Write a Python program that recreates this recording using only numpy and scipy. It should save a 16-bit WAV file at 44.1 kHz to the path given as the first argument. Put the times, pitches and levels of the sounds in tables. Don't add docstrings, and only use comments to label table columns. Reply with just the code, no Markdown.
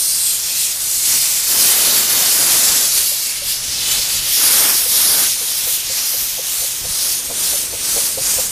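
import sys
import numpy as np
from scipy import signal
from scipy.fft import rfft, irfft
from scipy.io import wavfile
from scipy.ndimage import uniform_filter1d

SR = 44100
rng = np.random.default_rng(int(sys.argv[2]) if len(sys.argv) > 2 else 0)


def gain_from_decibels(decibels):
    exponent = np.asarray(decibels, float) / 20
    return 10 ** exponent


def inscribe(sig):
    pcm = np.round(np.clip(np.atleast_2d(sig).T, -1, 1) * 32767)
    wavfile.write(sys.argv[1], SR, pcm.astype(np.int16))


N = 375275
HOP = 128
TIMES = np.arange(N // HOP + 5) * HOP / SR

# (start [s], length [s], jet level [dB], fizz re jet [dB], change over the blast [dB])
STROKES = [
    (5.35, 0.24, -25, 1.5, 0),
    (5.633, 0.12, -21, 2, -2),
    (5.86, 0.14, -22.5, -9, 7),
    (6.04, 0.2, -22.5, 0.5, -3),
    (6.443, 0.23, -22, -1.5, -1),
    (6.89, 0.24, -20, -3.5, 2.5),
    (7.377, 0.22, -18.5, -2.5, -2.5),
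    (7.835, 0.25, -18, -4, -3),
    (8.234, 0.2, -16.5, -5.5, -3.5),
]
# (time [s], nearness of the ear to the jet axis [0-1], treble loss in vapour [dB])
AIM = [(0, 0, 5), (.3, 0, 5), (.55, 0.39, -3), (.9, 0, 2), (1.2, 0.45, 0), (1.6, 0.3, -3), (2.1, 0.6, 0),
       (2.5, 0.23, 0), (3.1, 0.35, 0.5), (3.45, 0.62, 7), (3.85, 0.84, 1), (4.35, .9, 1), (4.6, 0.6, 4),
       (5.2, 0.55, 2), (6.1, 0.63, -2.5), (6.5, 0.25, -1), (7.2, 0.23, 3), (8.51, .05, 2)]
STROKE_EDGES_S = (0.061, 0.096)


def evened(x):
    return x / np.sqrt(np.mean(abs(x) ** 2) + 1e-20)


def read(points, hz):
    f, value = np.transpose(points)
    return np.interp(np.log(hz + 1), np.log(f + 1), value)


def follow(rows, t):
    s, *columns = np.transpose(rows)
    return [np.interp(t, s, c) for c in columns]


def smooth(frames):
    return np.interp(np.arange(N) / SR, TIMES, frames)


def drift(per_s):
    rates = np.geomspace(per_s / 6, per_s, 20)
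    turns = rates * TIMES[:, None] + rng.random(len(rates))
    return evened(np.sin(2 * np.pi * turns).sum(1))


def resonate(x, hz, width):
    turn = np.exp(2j * np.pi * np.cumsum(hz * np.ones(len(x))) / SR)
    r = np.exp(-np.pi * width / SR)
    return 2 * (turn * signal.lfilter([1 - r], [1, -r], x / turn)).real


def coloured(colour):
    gain = gain_from_decibels(read(colour, np.fft.rfftfreq(N, 1 / SR)))
    return evened(irfft(rfft(rng.standard_normal(N)) * gain, N))


def blast(start, length, edges, change_db):
    rise_s, fall_s = edges
    rise = np.clip(.5 + (TIMES - start) / rise_s / 2, 0, 1)
    fall = np.clip(.5 + (start + length - TIMES) / fall_s / 2, 0, 1)
    along = np.clip((TIMES - start) / length, 0, 1) - .5
    swell = np.sin(rise * np.pi / 2) * np.sin(fall * np.pi / 2) * gain_from_decibels(change_db * along)
    return swell ** 2, along


def hum(waver_hz=1.2, half_db=-6.0):
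    # (time [s], frequency [Hz], level [dB])
    motor = [(0, 132.5, -49), (1.2, 132.5, -47), (1.6, 132, -52), (2.7, 130, -49), (3.4, 127.5, -51),
             (3.9, 127, -39), (4.3, 127, -44), (4.6, 126.5, -53), (5.5, 126, -48.5), (6.8, 125.5, -51),
             (8.51, 124, -50)]
    t = np.arange(N) / SR
    hz, db = follow(motor, t)
    turns = np.cumsum(hz + waver_hz * smooth(drift(per_s=5.3))) / SR
    swell = gain_from_decibels(db - 3.5 + 2.0 * smooth(drift(per_s=6.5)))
    return swell * (np.sin(2 * np.pi * turns) + gain_from_decibels(half_db) * np.sin(np.pi * turns))


def rumble(jolt_s=0.031):
    # (time [s], level [dB])
    rolling = [(0, -51), (1.4, -48.5), (1.7, -46), (3.25, -49.5), (3.6, -45), (4.1, -44), (4.36, -50),
               (4.7, -51), (5.15, -45), (5.6, -52), (6.25, -50), (7, -48), (8.51, -44)]
    # (frequency [Hz], density [dB per Hz])
    low_colour = [(8.8, -34), (15, -2.5), (48, 1), (200, -7.5), (260, -34), (440, -120)]
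    # (time [s], level [dB])
    jolts = [(.14, -46), (2.7, -41), (3.48, -42), (3.95, -39), (4.19, -35), (4.59, -42), (4.74, -45),
             (5.87, -53), (6.14, -54), (6.89, -35), (7.54, -45), (7.73, -42), (7.95, -39), (8.2, -38),
             (8.37, -44)]
    power = gain_from_decibels(follow(rolling, TIMES)[0] + 1.6 * drift(per_s=9.2)) ** 2
    for s, db in jolts:
        power = power + gain_from_decibels(db) ** 2 * np.exp(-((TIMES - s) / jolt_s) ** 2)
    return coloured(low_colour) * smooth(np.sqrt(power)) * gain_from_decibels(-0.5)


def chimney(rise_s=.008, fall_s=.016, lead_s=.015, thump_s=.024, sing=.06):
    # (time [s], puff [dB], thump [dB], pipe note [Hz], side modes re main [dB])
    chuffs = [(3.12, -39, -52, 573, -6), (3.426, -36, -37, 559, -6), (3.73, -48, -41, 559, 0),
              (3.994, -37, -27, 545, 0), (4.276, -42, -40, 561, 0), (4.631, -33, -37, 553, 2),
              (4.865, -31.5, -48, 530, 0), (5.113, -43, -37, 570, 0), (5.419, -37, -46, 496, 2),
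              (5.677, -34, -34, 536, 2), (5.905, -36, -32, 532, 2), (6.148, -35, -46, 539, -3),
              (6.395, -30.5, -54, 532, 3), (6.626, -34, -37, 548, -5), (6.851, -31.5, -28, 542, 4),
              (7.076, -39, -37, 530, 4), (7.313, -28, -34, 553, 15), (7.541, -29, -41, 566, 0),
              (7.739, -31, -40, 557, 4), (7.975, -26, -26, 538, -1.5), (8.184, -25, -43, 533, -2),
              (8.392, -25.5, -30, 535, 0)]
    # (multiple of the note [1], bandwidth [Hz], level [dB])
    modes = [
        (1.01, 55, 0),
        (.85, 55, -4),
        (1.2, 90, -6),
        (1.45, 180, -11),
        (1.95, 300, -15),
        (.6, 150, -12),
    ]
    out = np.zeros(N + SR)
    t = np.arange(-SR // 10, SR // 10) / SR
    for s, puff_db, thump_db, note_hz, breathy_db in chuffs:
        puff_air, push_air = rng.standard_normal((2, len(t)))
        gust = np.exp(-(abs(t) / np.where(t < 0, rise_s, fall_s)) ** 1.6)
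        blow = (puff_air + sing * np.sin(2 * np.pi * note_hz * t)) * gust
        puff = np.zeros(len(t))
        for i, (k, width, db) in enumerate(modes):
            ring = resonate(resonate(blow, k * note_hz, width), k * note_hz, 2 * width)
            puff += (-1) ** i * gain_from_decibels(db + breathy_db * (i > 0)) * evened(ring)
        crest = np.argmax(uniform_filter1d(puff ** 2, size=500))
        puff = np.roll(puff, len(t) // 2 - crest)
        push = resonate(push_air, 50., 45.) * np.exp(-((t + lead_s) / thump_s) ** 2)
        at = round(s * SR) - SR // 10
        out[at:at + len(t)] += gain_from_decibels(puff_db + 6.5) * puff / abs(puff).max()
        out[at:at + len(t)] += gain_from_decibels(thump_db) * push / abs(push).max()
    return out[:N]


def roar():
    # (start [s], length [s], roar [dB], deep part re roar [dB], change over the blast [dB])
    cocks = [(1.07, 0.074, -36.5, -5, 9), (1.2, 0.25, -41.5, -17, -1), (1.5, 0.53, -32, -4, 2.5),
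             (2.08, 0.22, -30.5, -6, 0), (2.35, 0.51, -31.5, -5.5, -2.5), (2.93, 0.13, -39.5, -5.5, -5),
             (3.5, 0.35, -51, 1, 17), (3.8, 0.15, -39.5, -7, 10), (4.02, 0.31, -41.5, -5.5, -3),
             (4.4, 0.33, -29.5, -6.5, 3.5), (4.78, 0.13, -39, -10, -6), (4.93, 0.33, -33, -6.5, 4.5)]
    # (frequency [Hz], density [dB per Hz])
    broad_colour = [(250, -40), (450, -7), (650, 0.5), (1000, 1), (1500, 3), (2200, 1), (3200, -3),
                    (5000, -27)]
    low_colour = [(35, -24), (90, -6), (250, 0), (400, 0), (600, -2), (900, -22)]
    cock_edges_s = (0.052, 0.059)
    floor_db, stroke_db, stroke_deep_db, gurgle_db = -43.5, -21.5, -9.5, 0.33
    deep_far_db, deep_near_db, nearing_s = -49.5, -42.5, (6.9, 7.4)
    broad = gain_from_decibels(floor_db) ** 2
    deep = gain_from_decibels(np.interp(TIMES, nearing_s, [deep_far_db, deep_near_db])) ** 2
    strokes = [(s, length, db + stroke_db, stroke_deep_db, change_db)
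               for s, length, db, _, change_db in STROKES]
    for rows, edges in (cocks, cock_edges_s), (strokes, STROKE_EDGES_S):
        for start, length, db, deep_db, change_db in rows:
            power = blast(start, length, edges, change_db)[0] * gain_from_decibels(db) ** 2
            broad = broad + power
            deep = deep + power * gain_from_decibels(deep_db) ** 2
    gurgle = gain_from_decibels(gurgle_db * drift(per_s=8.5))
    broad_part = coloured(broad_colour) * smooth(np.sqrt(broad) * gurgle) * gain_from_decibels(3.0)
    deep_part = coloured(low_colour) * smooth(np.sqrt(deep) * gurgle) * gain_from_decibels(1.5)
    return broad_part + deep_part


def steam():
    # (start [s], length [s], jet level [dB], fizz re jet [dB], change over the blast [dB])
    blasts = [(-.05, .46, -20, -2, -3.5), (.09, 0.27, -21.5, -9, 6), (0.45, 0.092, -19, -8, 0),
              (0.58, 0.16, -18.5, -6.5, -3.5), (0.81, 0.21, -20, -4, 5), (1.051, 0.21, -15.5, -3, -1),
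              (1.276, 0.17, -18.5, -3.5, -5), (1.471, 0.58, -15, -3.5, 2), (1.594, 0.15, -16, -6, -3),
              (2.077, .4, -15, -2.5, 2.5), (2.498, 0.42, -13.5, -5, -3), (2.948, 0.19, -17, -3, -7),
              (3.074, 0.28, -22.5, -2.5, 0), (3.462, 0.064, -20.5, 2.5, 4.5), (3.66, 0.21, -24, -11, 10),
              (3.9, .16, -18, -5, -5), (4.09, 0.086, -18.5, -4, 2), (4.248, 0.22, -17.5, 0, 6),
              (4.456, 0.34, -17, 1.5, 0), (4.56, 0.11, -18, 0, -4), (4.78, 0.15, -23, 5.5, 0),
              (4.92, 0.4, -16.5, 0.5, -1), (6.27, 0.14, -31, -1, -7)]
    # (skirt [dB], lower hiss [dB], core [dB], fizz [dB])
    leak_db = [-38, -32.5, -23.5, -28]
    # (skirt [dB], lower hiss [dB], core [dB], fizz [dB])
    axis_db = [9, 7.5, -1.5, 0]
    blast_edges_s = (0.058, 0.065)
    skirt_db, lower_db = -17, -10.5
    blast_brighten_db, stroke_brighten_db = -1.5, 8
    fizz_steepness = 1.35
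    steepness = np.array([[1], [1], [1], [fizz_steepness]])
    power = gain_from_decibels(leak_db)[:, None] ** 2 * np.ones(len(TIMES))
    kinds = (blasts, blast_edges_s, blast_brighten_db), (STROKES, STROKE_EDGES_S, stroke_brighten_db)
    for rows, edges, brighten_db in kinds:
        for start, length, db, fizz_db, change_db in rows:
            shape, along = blast(start, length, edges, change_db)
            zones_db = np.array([skirt_db, lower_db, 0, fizz_db])[:, None]
            zones_db = zones_db + np.outer([0.5, 0.54, 0.26, 1], brighten_db * along)
            power = power + shape ** steepness * gain_from_decibels(db + zones_db) ** 2
    return 10 * np.log10(power) + np.outer(axis_db, follow(AIM, TIMES)[0])


def bounced(hz, wander=0.009, veil_db=2.5):
    # (facing the jet at [s], for [s], extra path [ms], path growth [ms per s],
    # share of the direct jet [1])
    bounces = [(4, 3.5, .18, .004, .11), (0, .35, .21, .1, .14), (6.5, 2.2, .33, .002, .075),
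               (4.8, .8, .58, -.02, .08), (8, .7, .46, -.04, .06), (5.1, .2, .19, -.02, .1),
               (6.12, .2, .162, -.03, .1), (7.08, .15, .19, -.05, .13), (8.33, .12, .15, -.1, .1),
               (.45, .15, 1.2, -.1, .16), (.35, .3, 1.47, .1, .15), (.95, .3, 1.4, -.15, .17),
               (.55, .2, 1.6, -.3, .14), (1.6, .25, 1.62, -.1, .16), (2.1, .2, 1.36, .1, .18),
               (2.4, .2, 1.6, .2, .16), (2.8, .22, 1.52, .2, .18), (2.8, .2, 1.66, .2, .13),
               (3.15, .2, 1.78, .2, .2), (3.25, .2, 2.22, .1, .14), (3.5, .15, 1.72, .1, .14),
               (1.7, .4, 1.95, .1, .1), (3.95, .25, 2.26, .1, .18), (3.9, .3, 1.98, .2, .14)]
    comb = np.ones((len(hz), len(TIMES)), complex)
    power = 1
    for s, span, path_ms, growth, facing in bounces:
        ms = path_ms + growth * (TIMES - s)
        share = facing * np.exp(-((TIMES - s) / span) ** 2)
        share = share * gain_from_decibels(3.5 + veil_db * drift(per_s=6.0))
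        near = share > .003
        ms = ms * (1 + wander * drift(per_s=3.0))
        comb[:, near] += share[near] * np.exp(-2j * np.pi * hz[:, None] * ms[near] / 1000)
        power = power + share ** 2
    return comb / np.sqrt(power)


def jets(patchy_db=1.0, flutter_db=0.53):
    # (frequency [Hz], density [dB per Hz])
    hiss_colour = [(1450, -35), (1800, -20), (2050, -16), (3130, -8), (4290, -2), (6770, -2.5), (8360, 0),
                   (12300, 0), (14600, -2.5), (15400, -8.5)]
    # (from [Hz], to [Hz])
    zones_hz = [
        (2000, 3200),
        (3200, 5500),
        (5500, 10000),
        (10000, 15400),
    ]
    veil_hz = (10500, 15400)
    hz = np.fft.rfftfreq(512, 1 / SR)
    a, b, patches = rng.standard_normal((len(TIMES), len(hz), 3)).T
    patches = uniform_filter1d(uniform_filter1d(patches, size=10, axis=0), size=24, axis=1)
    patches = evened(patches)
    billows = uniform_filter1d(uniform_filter1d(patches, size=22, axis=0), size=60, axis=1)
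    billows = evened(billows)
    colour = gain_from_decibels(read(hiss_colour, hz))
    shares_db = [10 * np.log10(np.sum(colour[(hz >= lo) & (hz < hi)] ** 2)) for lo, hi in zones_hz]
    levels_db = steam() - np.array(shares_db)[:, None]
    centres_hz = np.sqrt(np.prod(zones_hz, axis=1))
    place = np.interp(np.log(hz + 1), np.log(centres_hz), np.arange(4))
    weights = np.maximum(1 - abs(place[:, None] - np.arange(4)), 0)
    veiled_db = np.outer(np.interp(hz, veil_hz, [0, 1]), follow(AIM, TIMES)[1])
    field_db = weights @ levels_db - veiled_db
    field_db = field_db + patchy_db * patches + 0.3 * billows + flutter_db * drift(per_s=35.)
    z = (a + 1j * b) * colour[:, None] * gain_from_decibels(field_db) * bounced(hz)
    return gain_from_decibels(1.0) * signal.istft(z, nperseg=512, noverlap=512 - HOP)[1][:N]


def fenced(hiss):
    # (facing the jet at [s], for [s], extra path [ms], share of the direct jet [1])
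    fence = [
        (.15, .2, 4.74, .26),
        (.15, .2, 4.52, .2),
        (.97, .2, 5.08, .34),
        (1.65, .25, 5.16, .15),
    ]
    t = np.arange(N) / SR
    slap, power = np.zeros(N), 1
    for s, span, ms, facing in fence:
        share = facing * np.exp(-((t - s) / span) ** 2)
        slap += share * np.roll(hiss, round(ms * SR / 1000))
        power = power + share ** 2
    return (hiss + slap) / np.sqrt(power)


def swapped(mid, side_db=-3.5):
    swaps_per_s, swap_hz, swap_width_hz = 6.5, (4000, 14200), 1450
    side = np.zeros(N)
    hz = np.fft.rfftfreq(2048, 1 / SR)
    fade = signal.windows.kaiser_bessel_derived(2048, 4 * np.pi)
    for at in range(770, N - 2048, 1024):
        chance, place = rng.random(2)
        if chance < swaps_per_s * 1024 / SR:
            lo = int(np.interp(place, [0, 1], swap_hz))
            band = rfft(mid[at:at + 2048]) * ((hz > lo) & (hz < lo + swap_width_hz))
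            scrambled = band * np.exp(2j * np.pi * rng.random(len(hz)))
            side[at:at + 2048] += fade ** 2 * irfft(scrambled)
    return gain_from_decibels(side_db) * side


def scene():
    mono = hum() + rumble() + chimney() + roar() + fenced(jets())
    return np.tile(mono, (2, 1))


def top_cut(x):
    return signal.sosfilt(signal.butter(12, 15590, fs=SR, output="sos"), x)


def record(dry):
    notch_hz, notch_width_hz = 7633, 65
    notched = signal.lfilter(*signal.iirnotch(notch_hz, notch_hz / notch_width_hz, SR), dry[0])
    mid = 0.89 * notched + 0.14 * dry[0]
    mid = mid / (1 + abs(mid / .95) ** 4) ** .25
    low_pass = signal.firwin(2047, 15430, window=("kaiser", 9), fs=SR)
    mid = signal.oaconvolve(mid, low_pass, "same")
    return top_cut(mid + swapped(mid) * np.array([[1], [-1]]))


dry = scene()
out = record(dry)
inscribe(out)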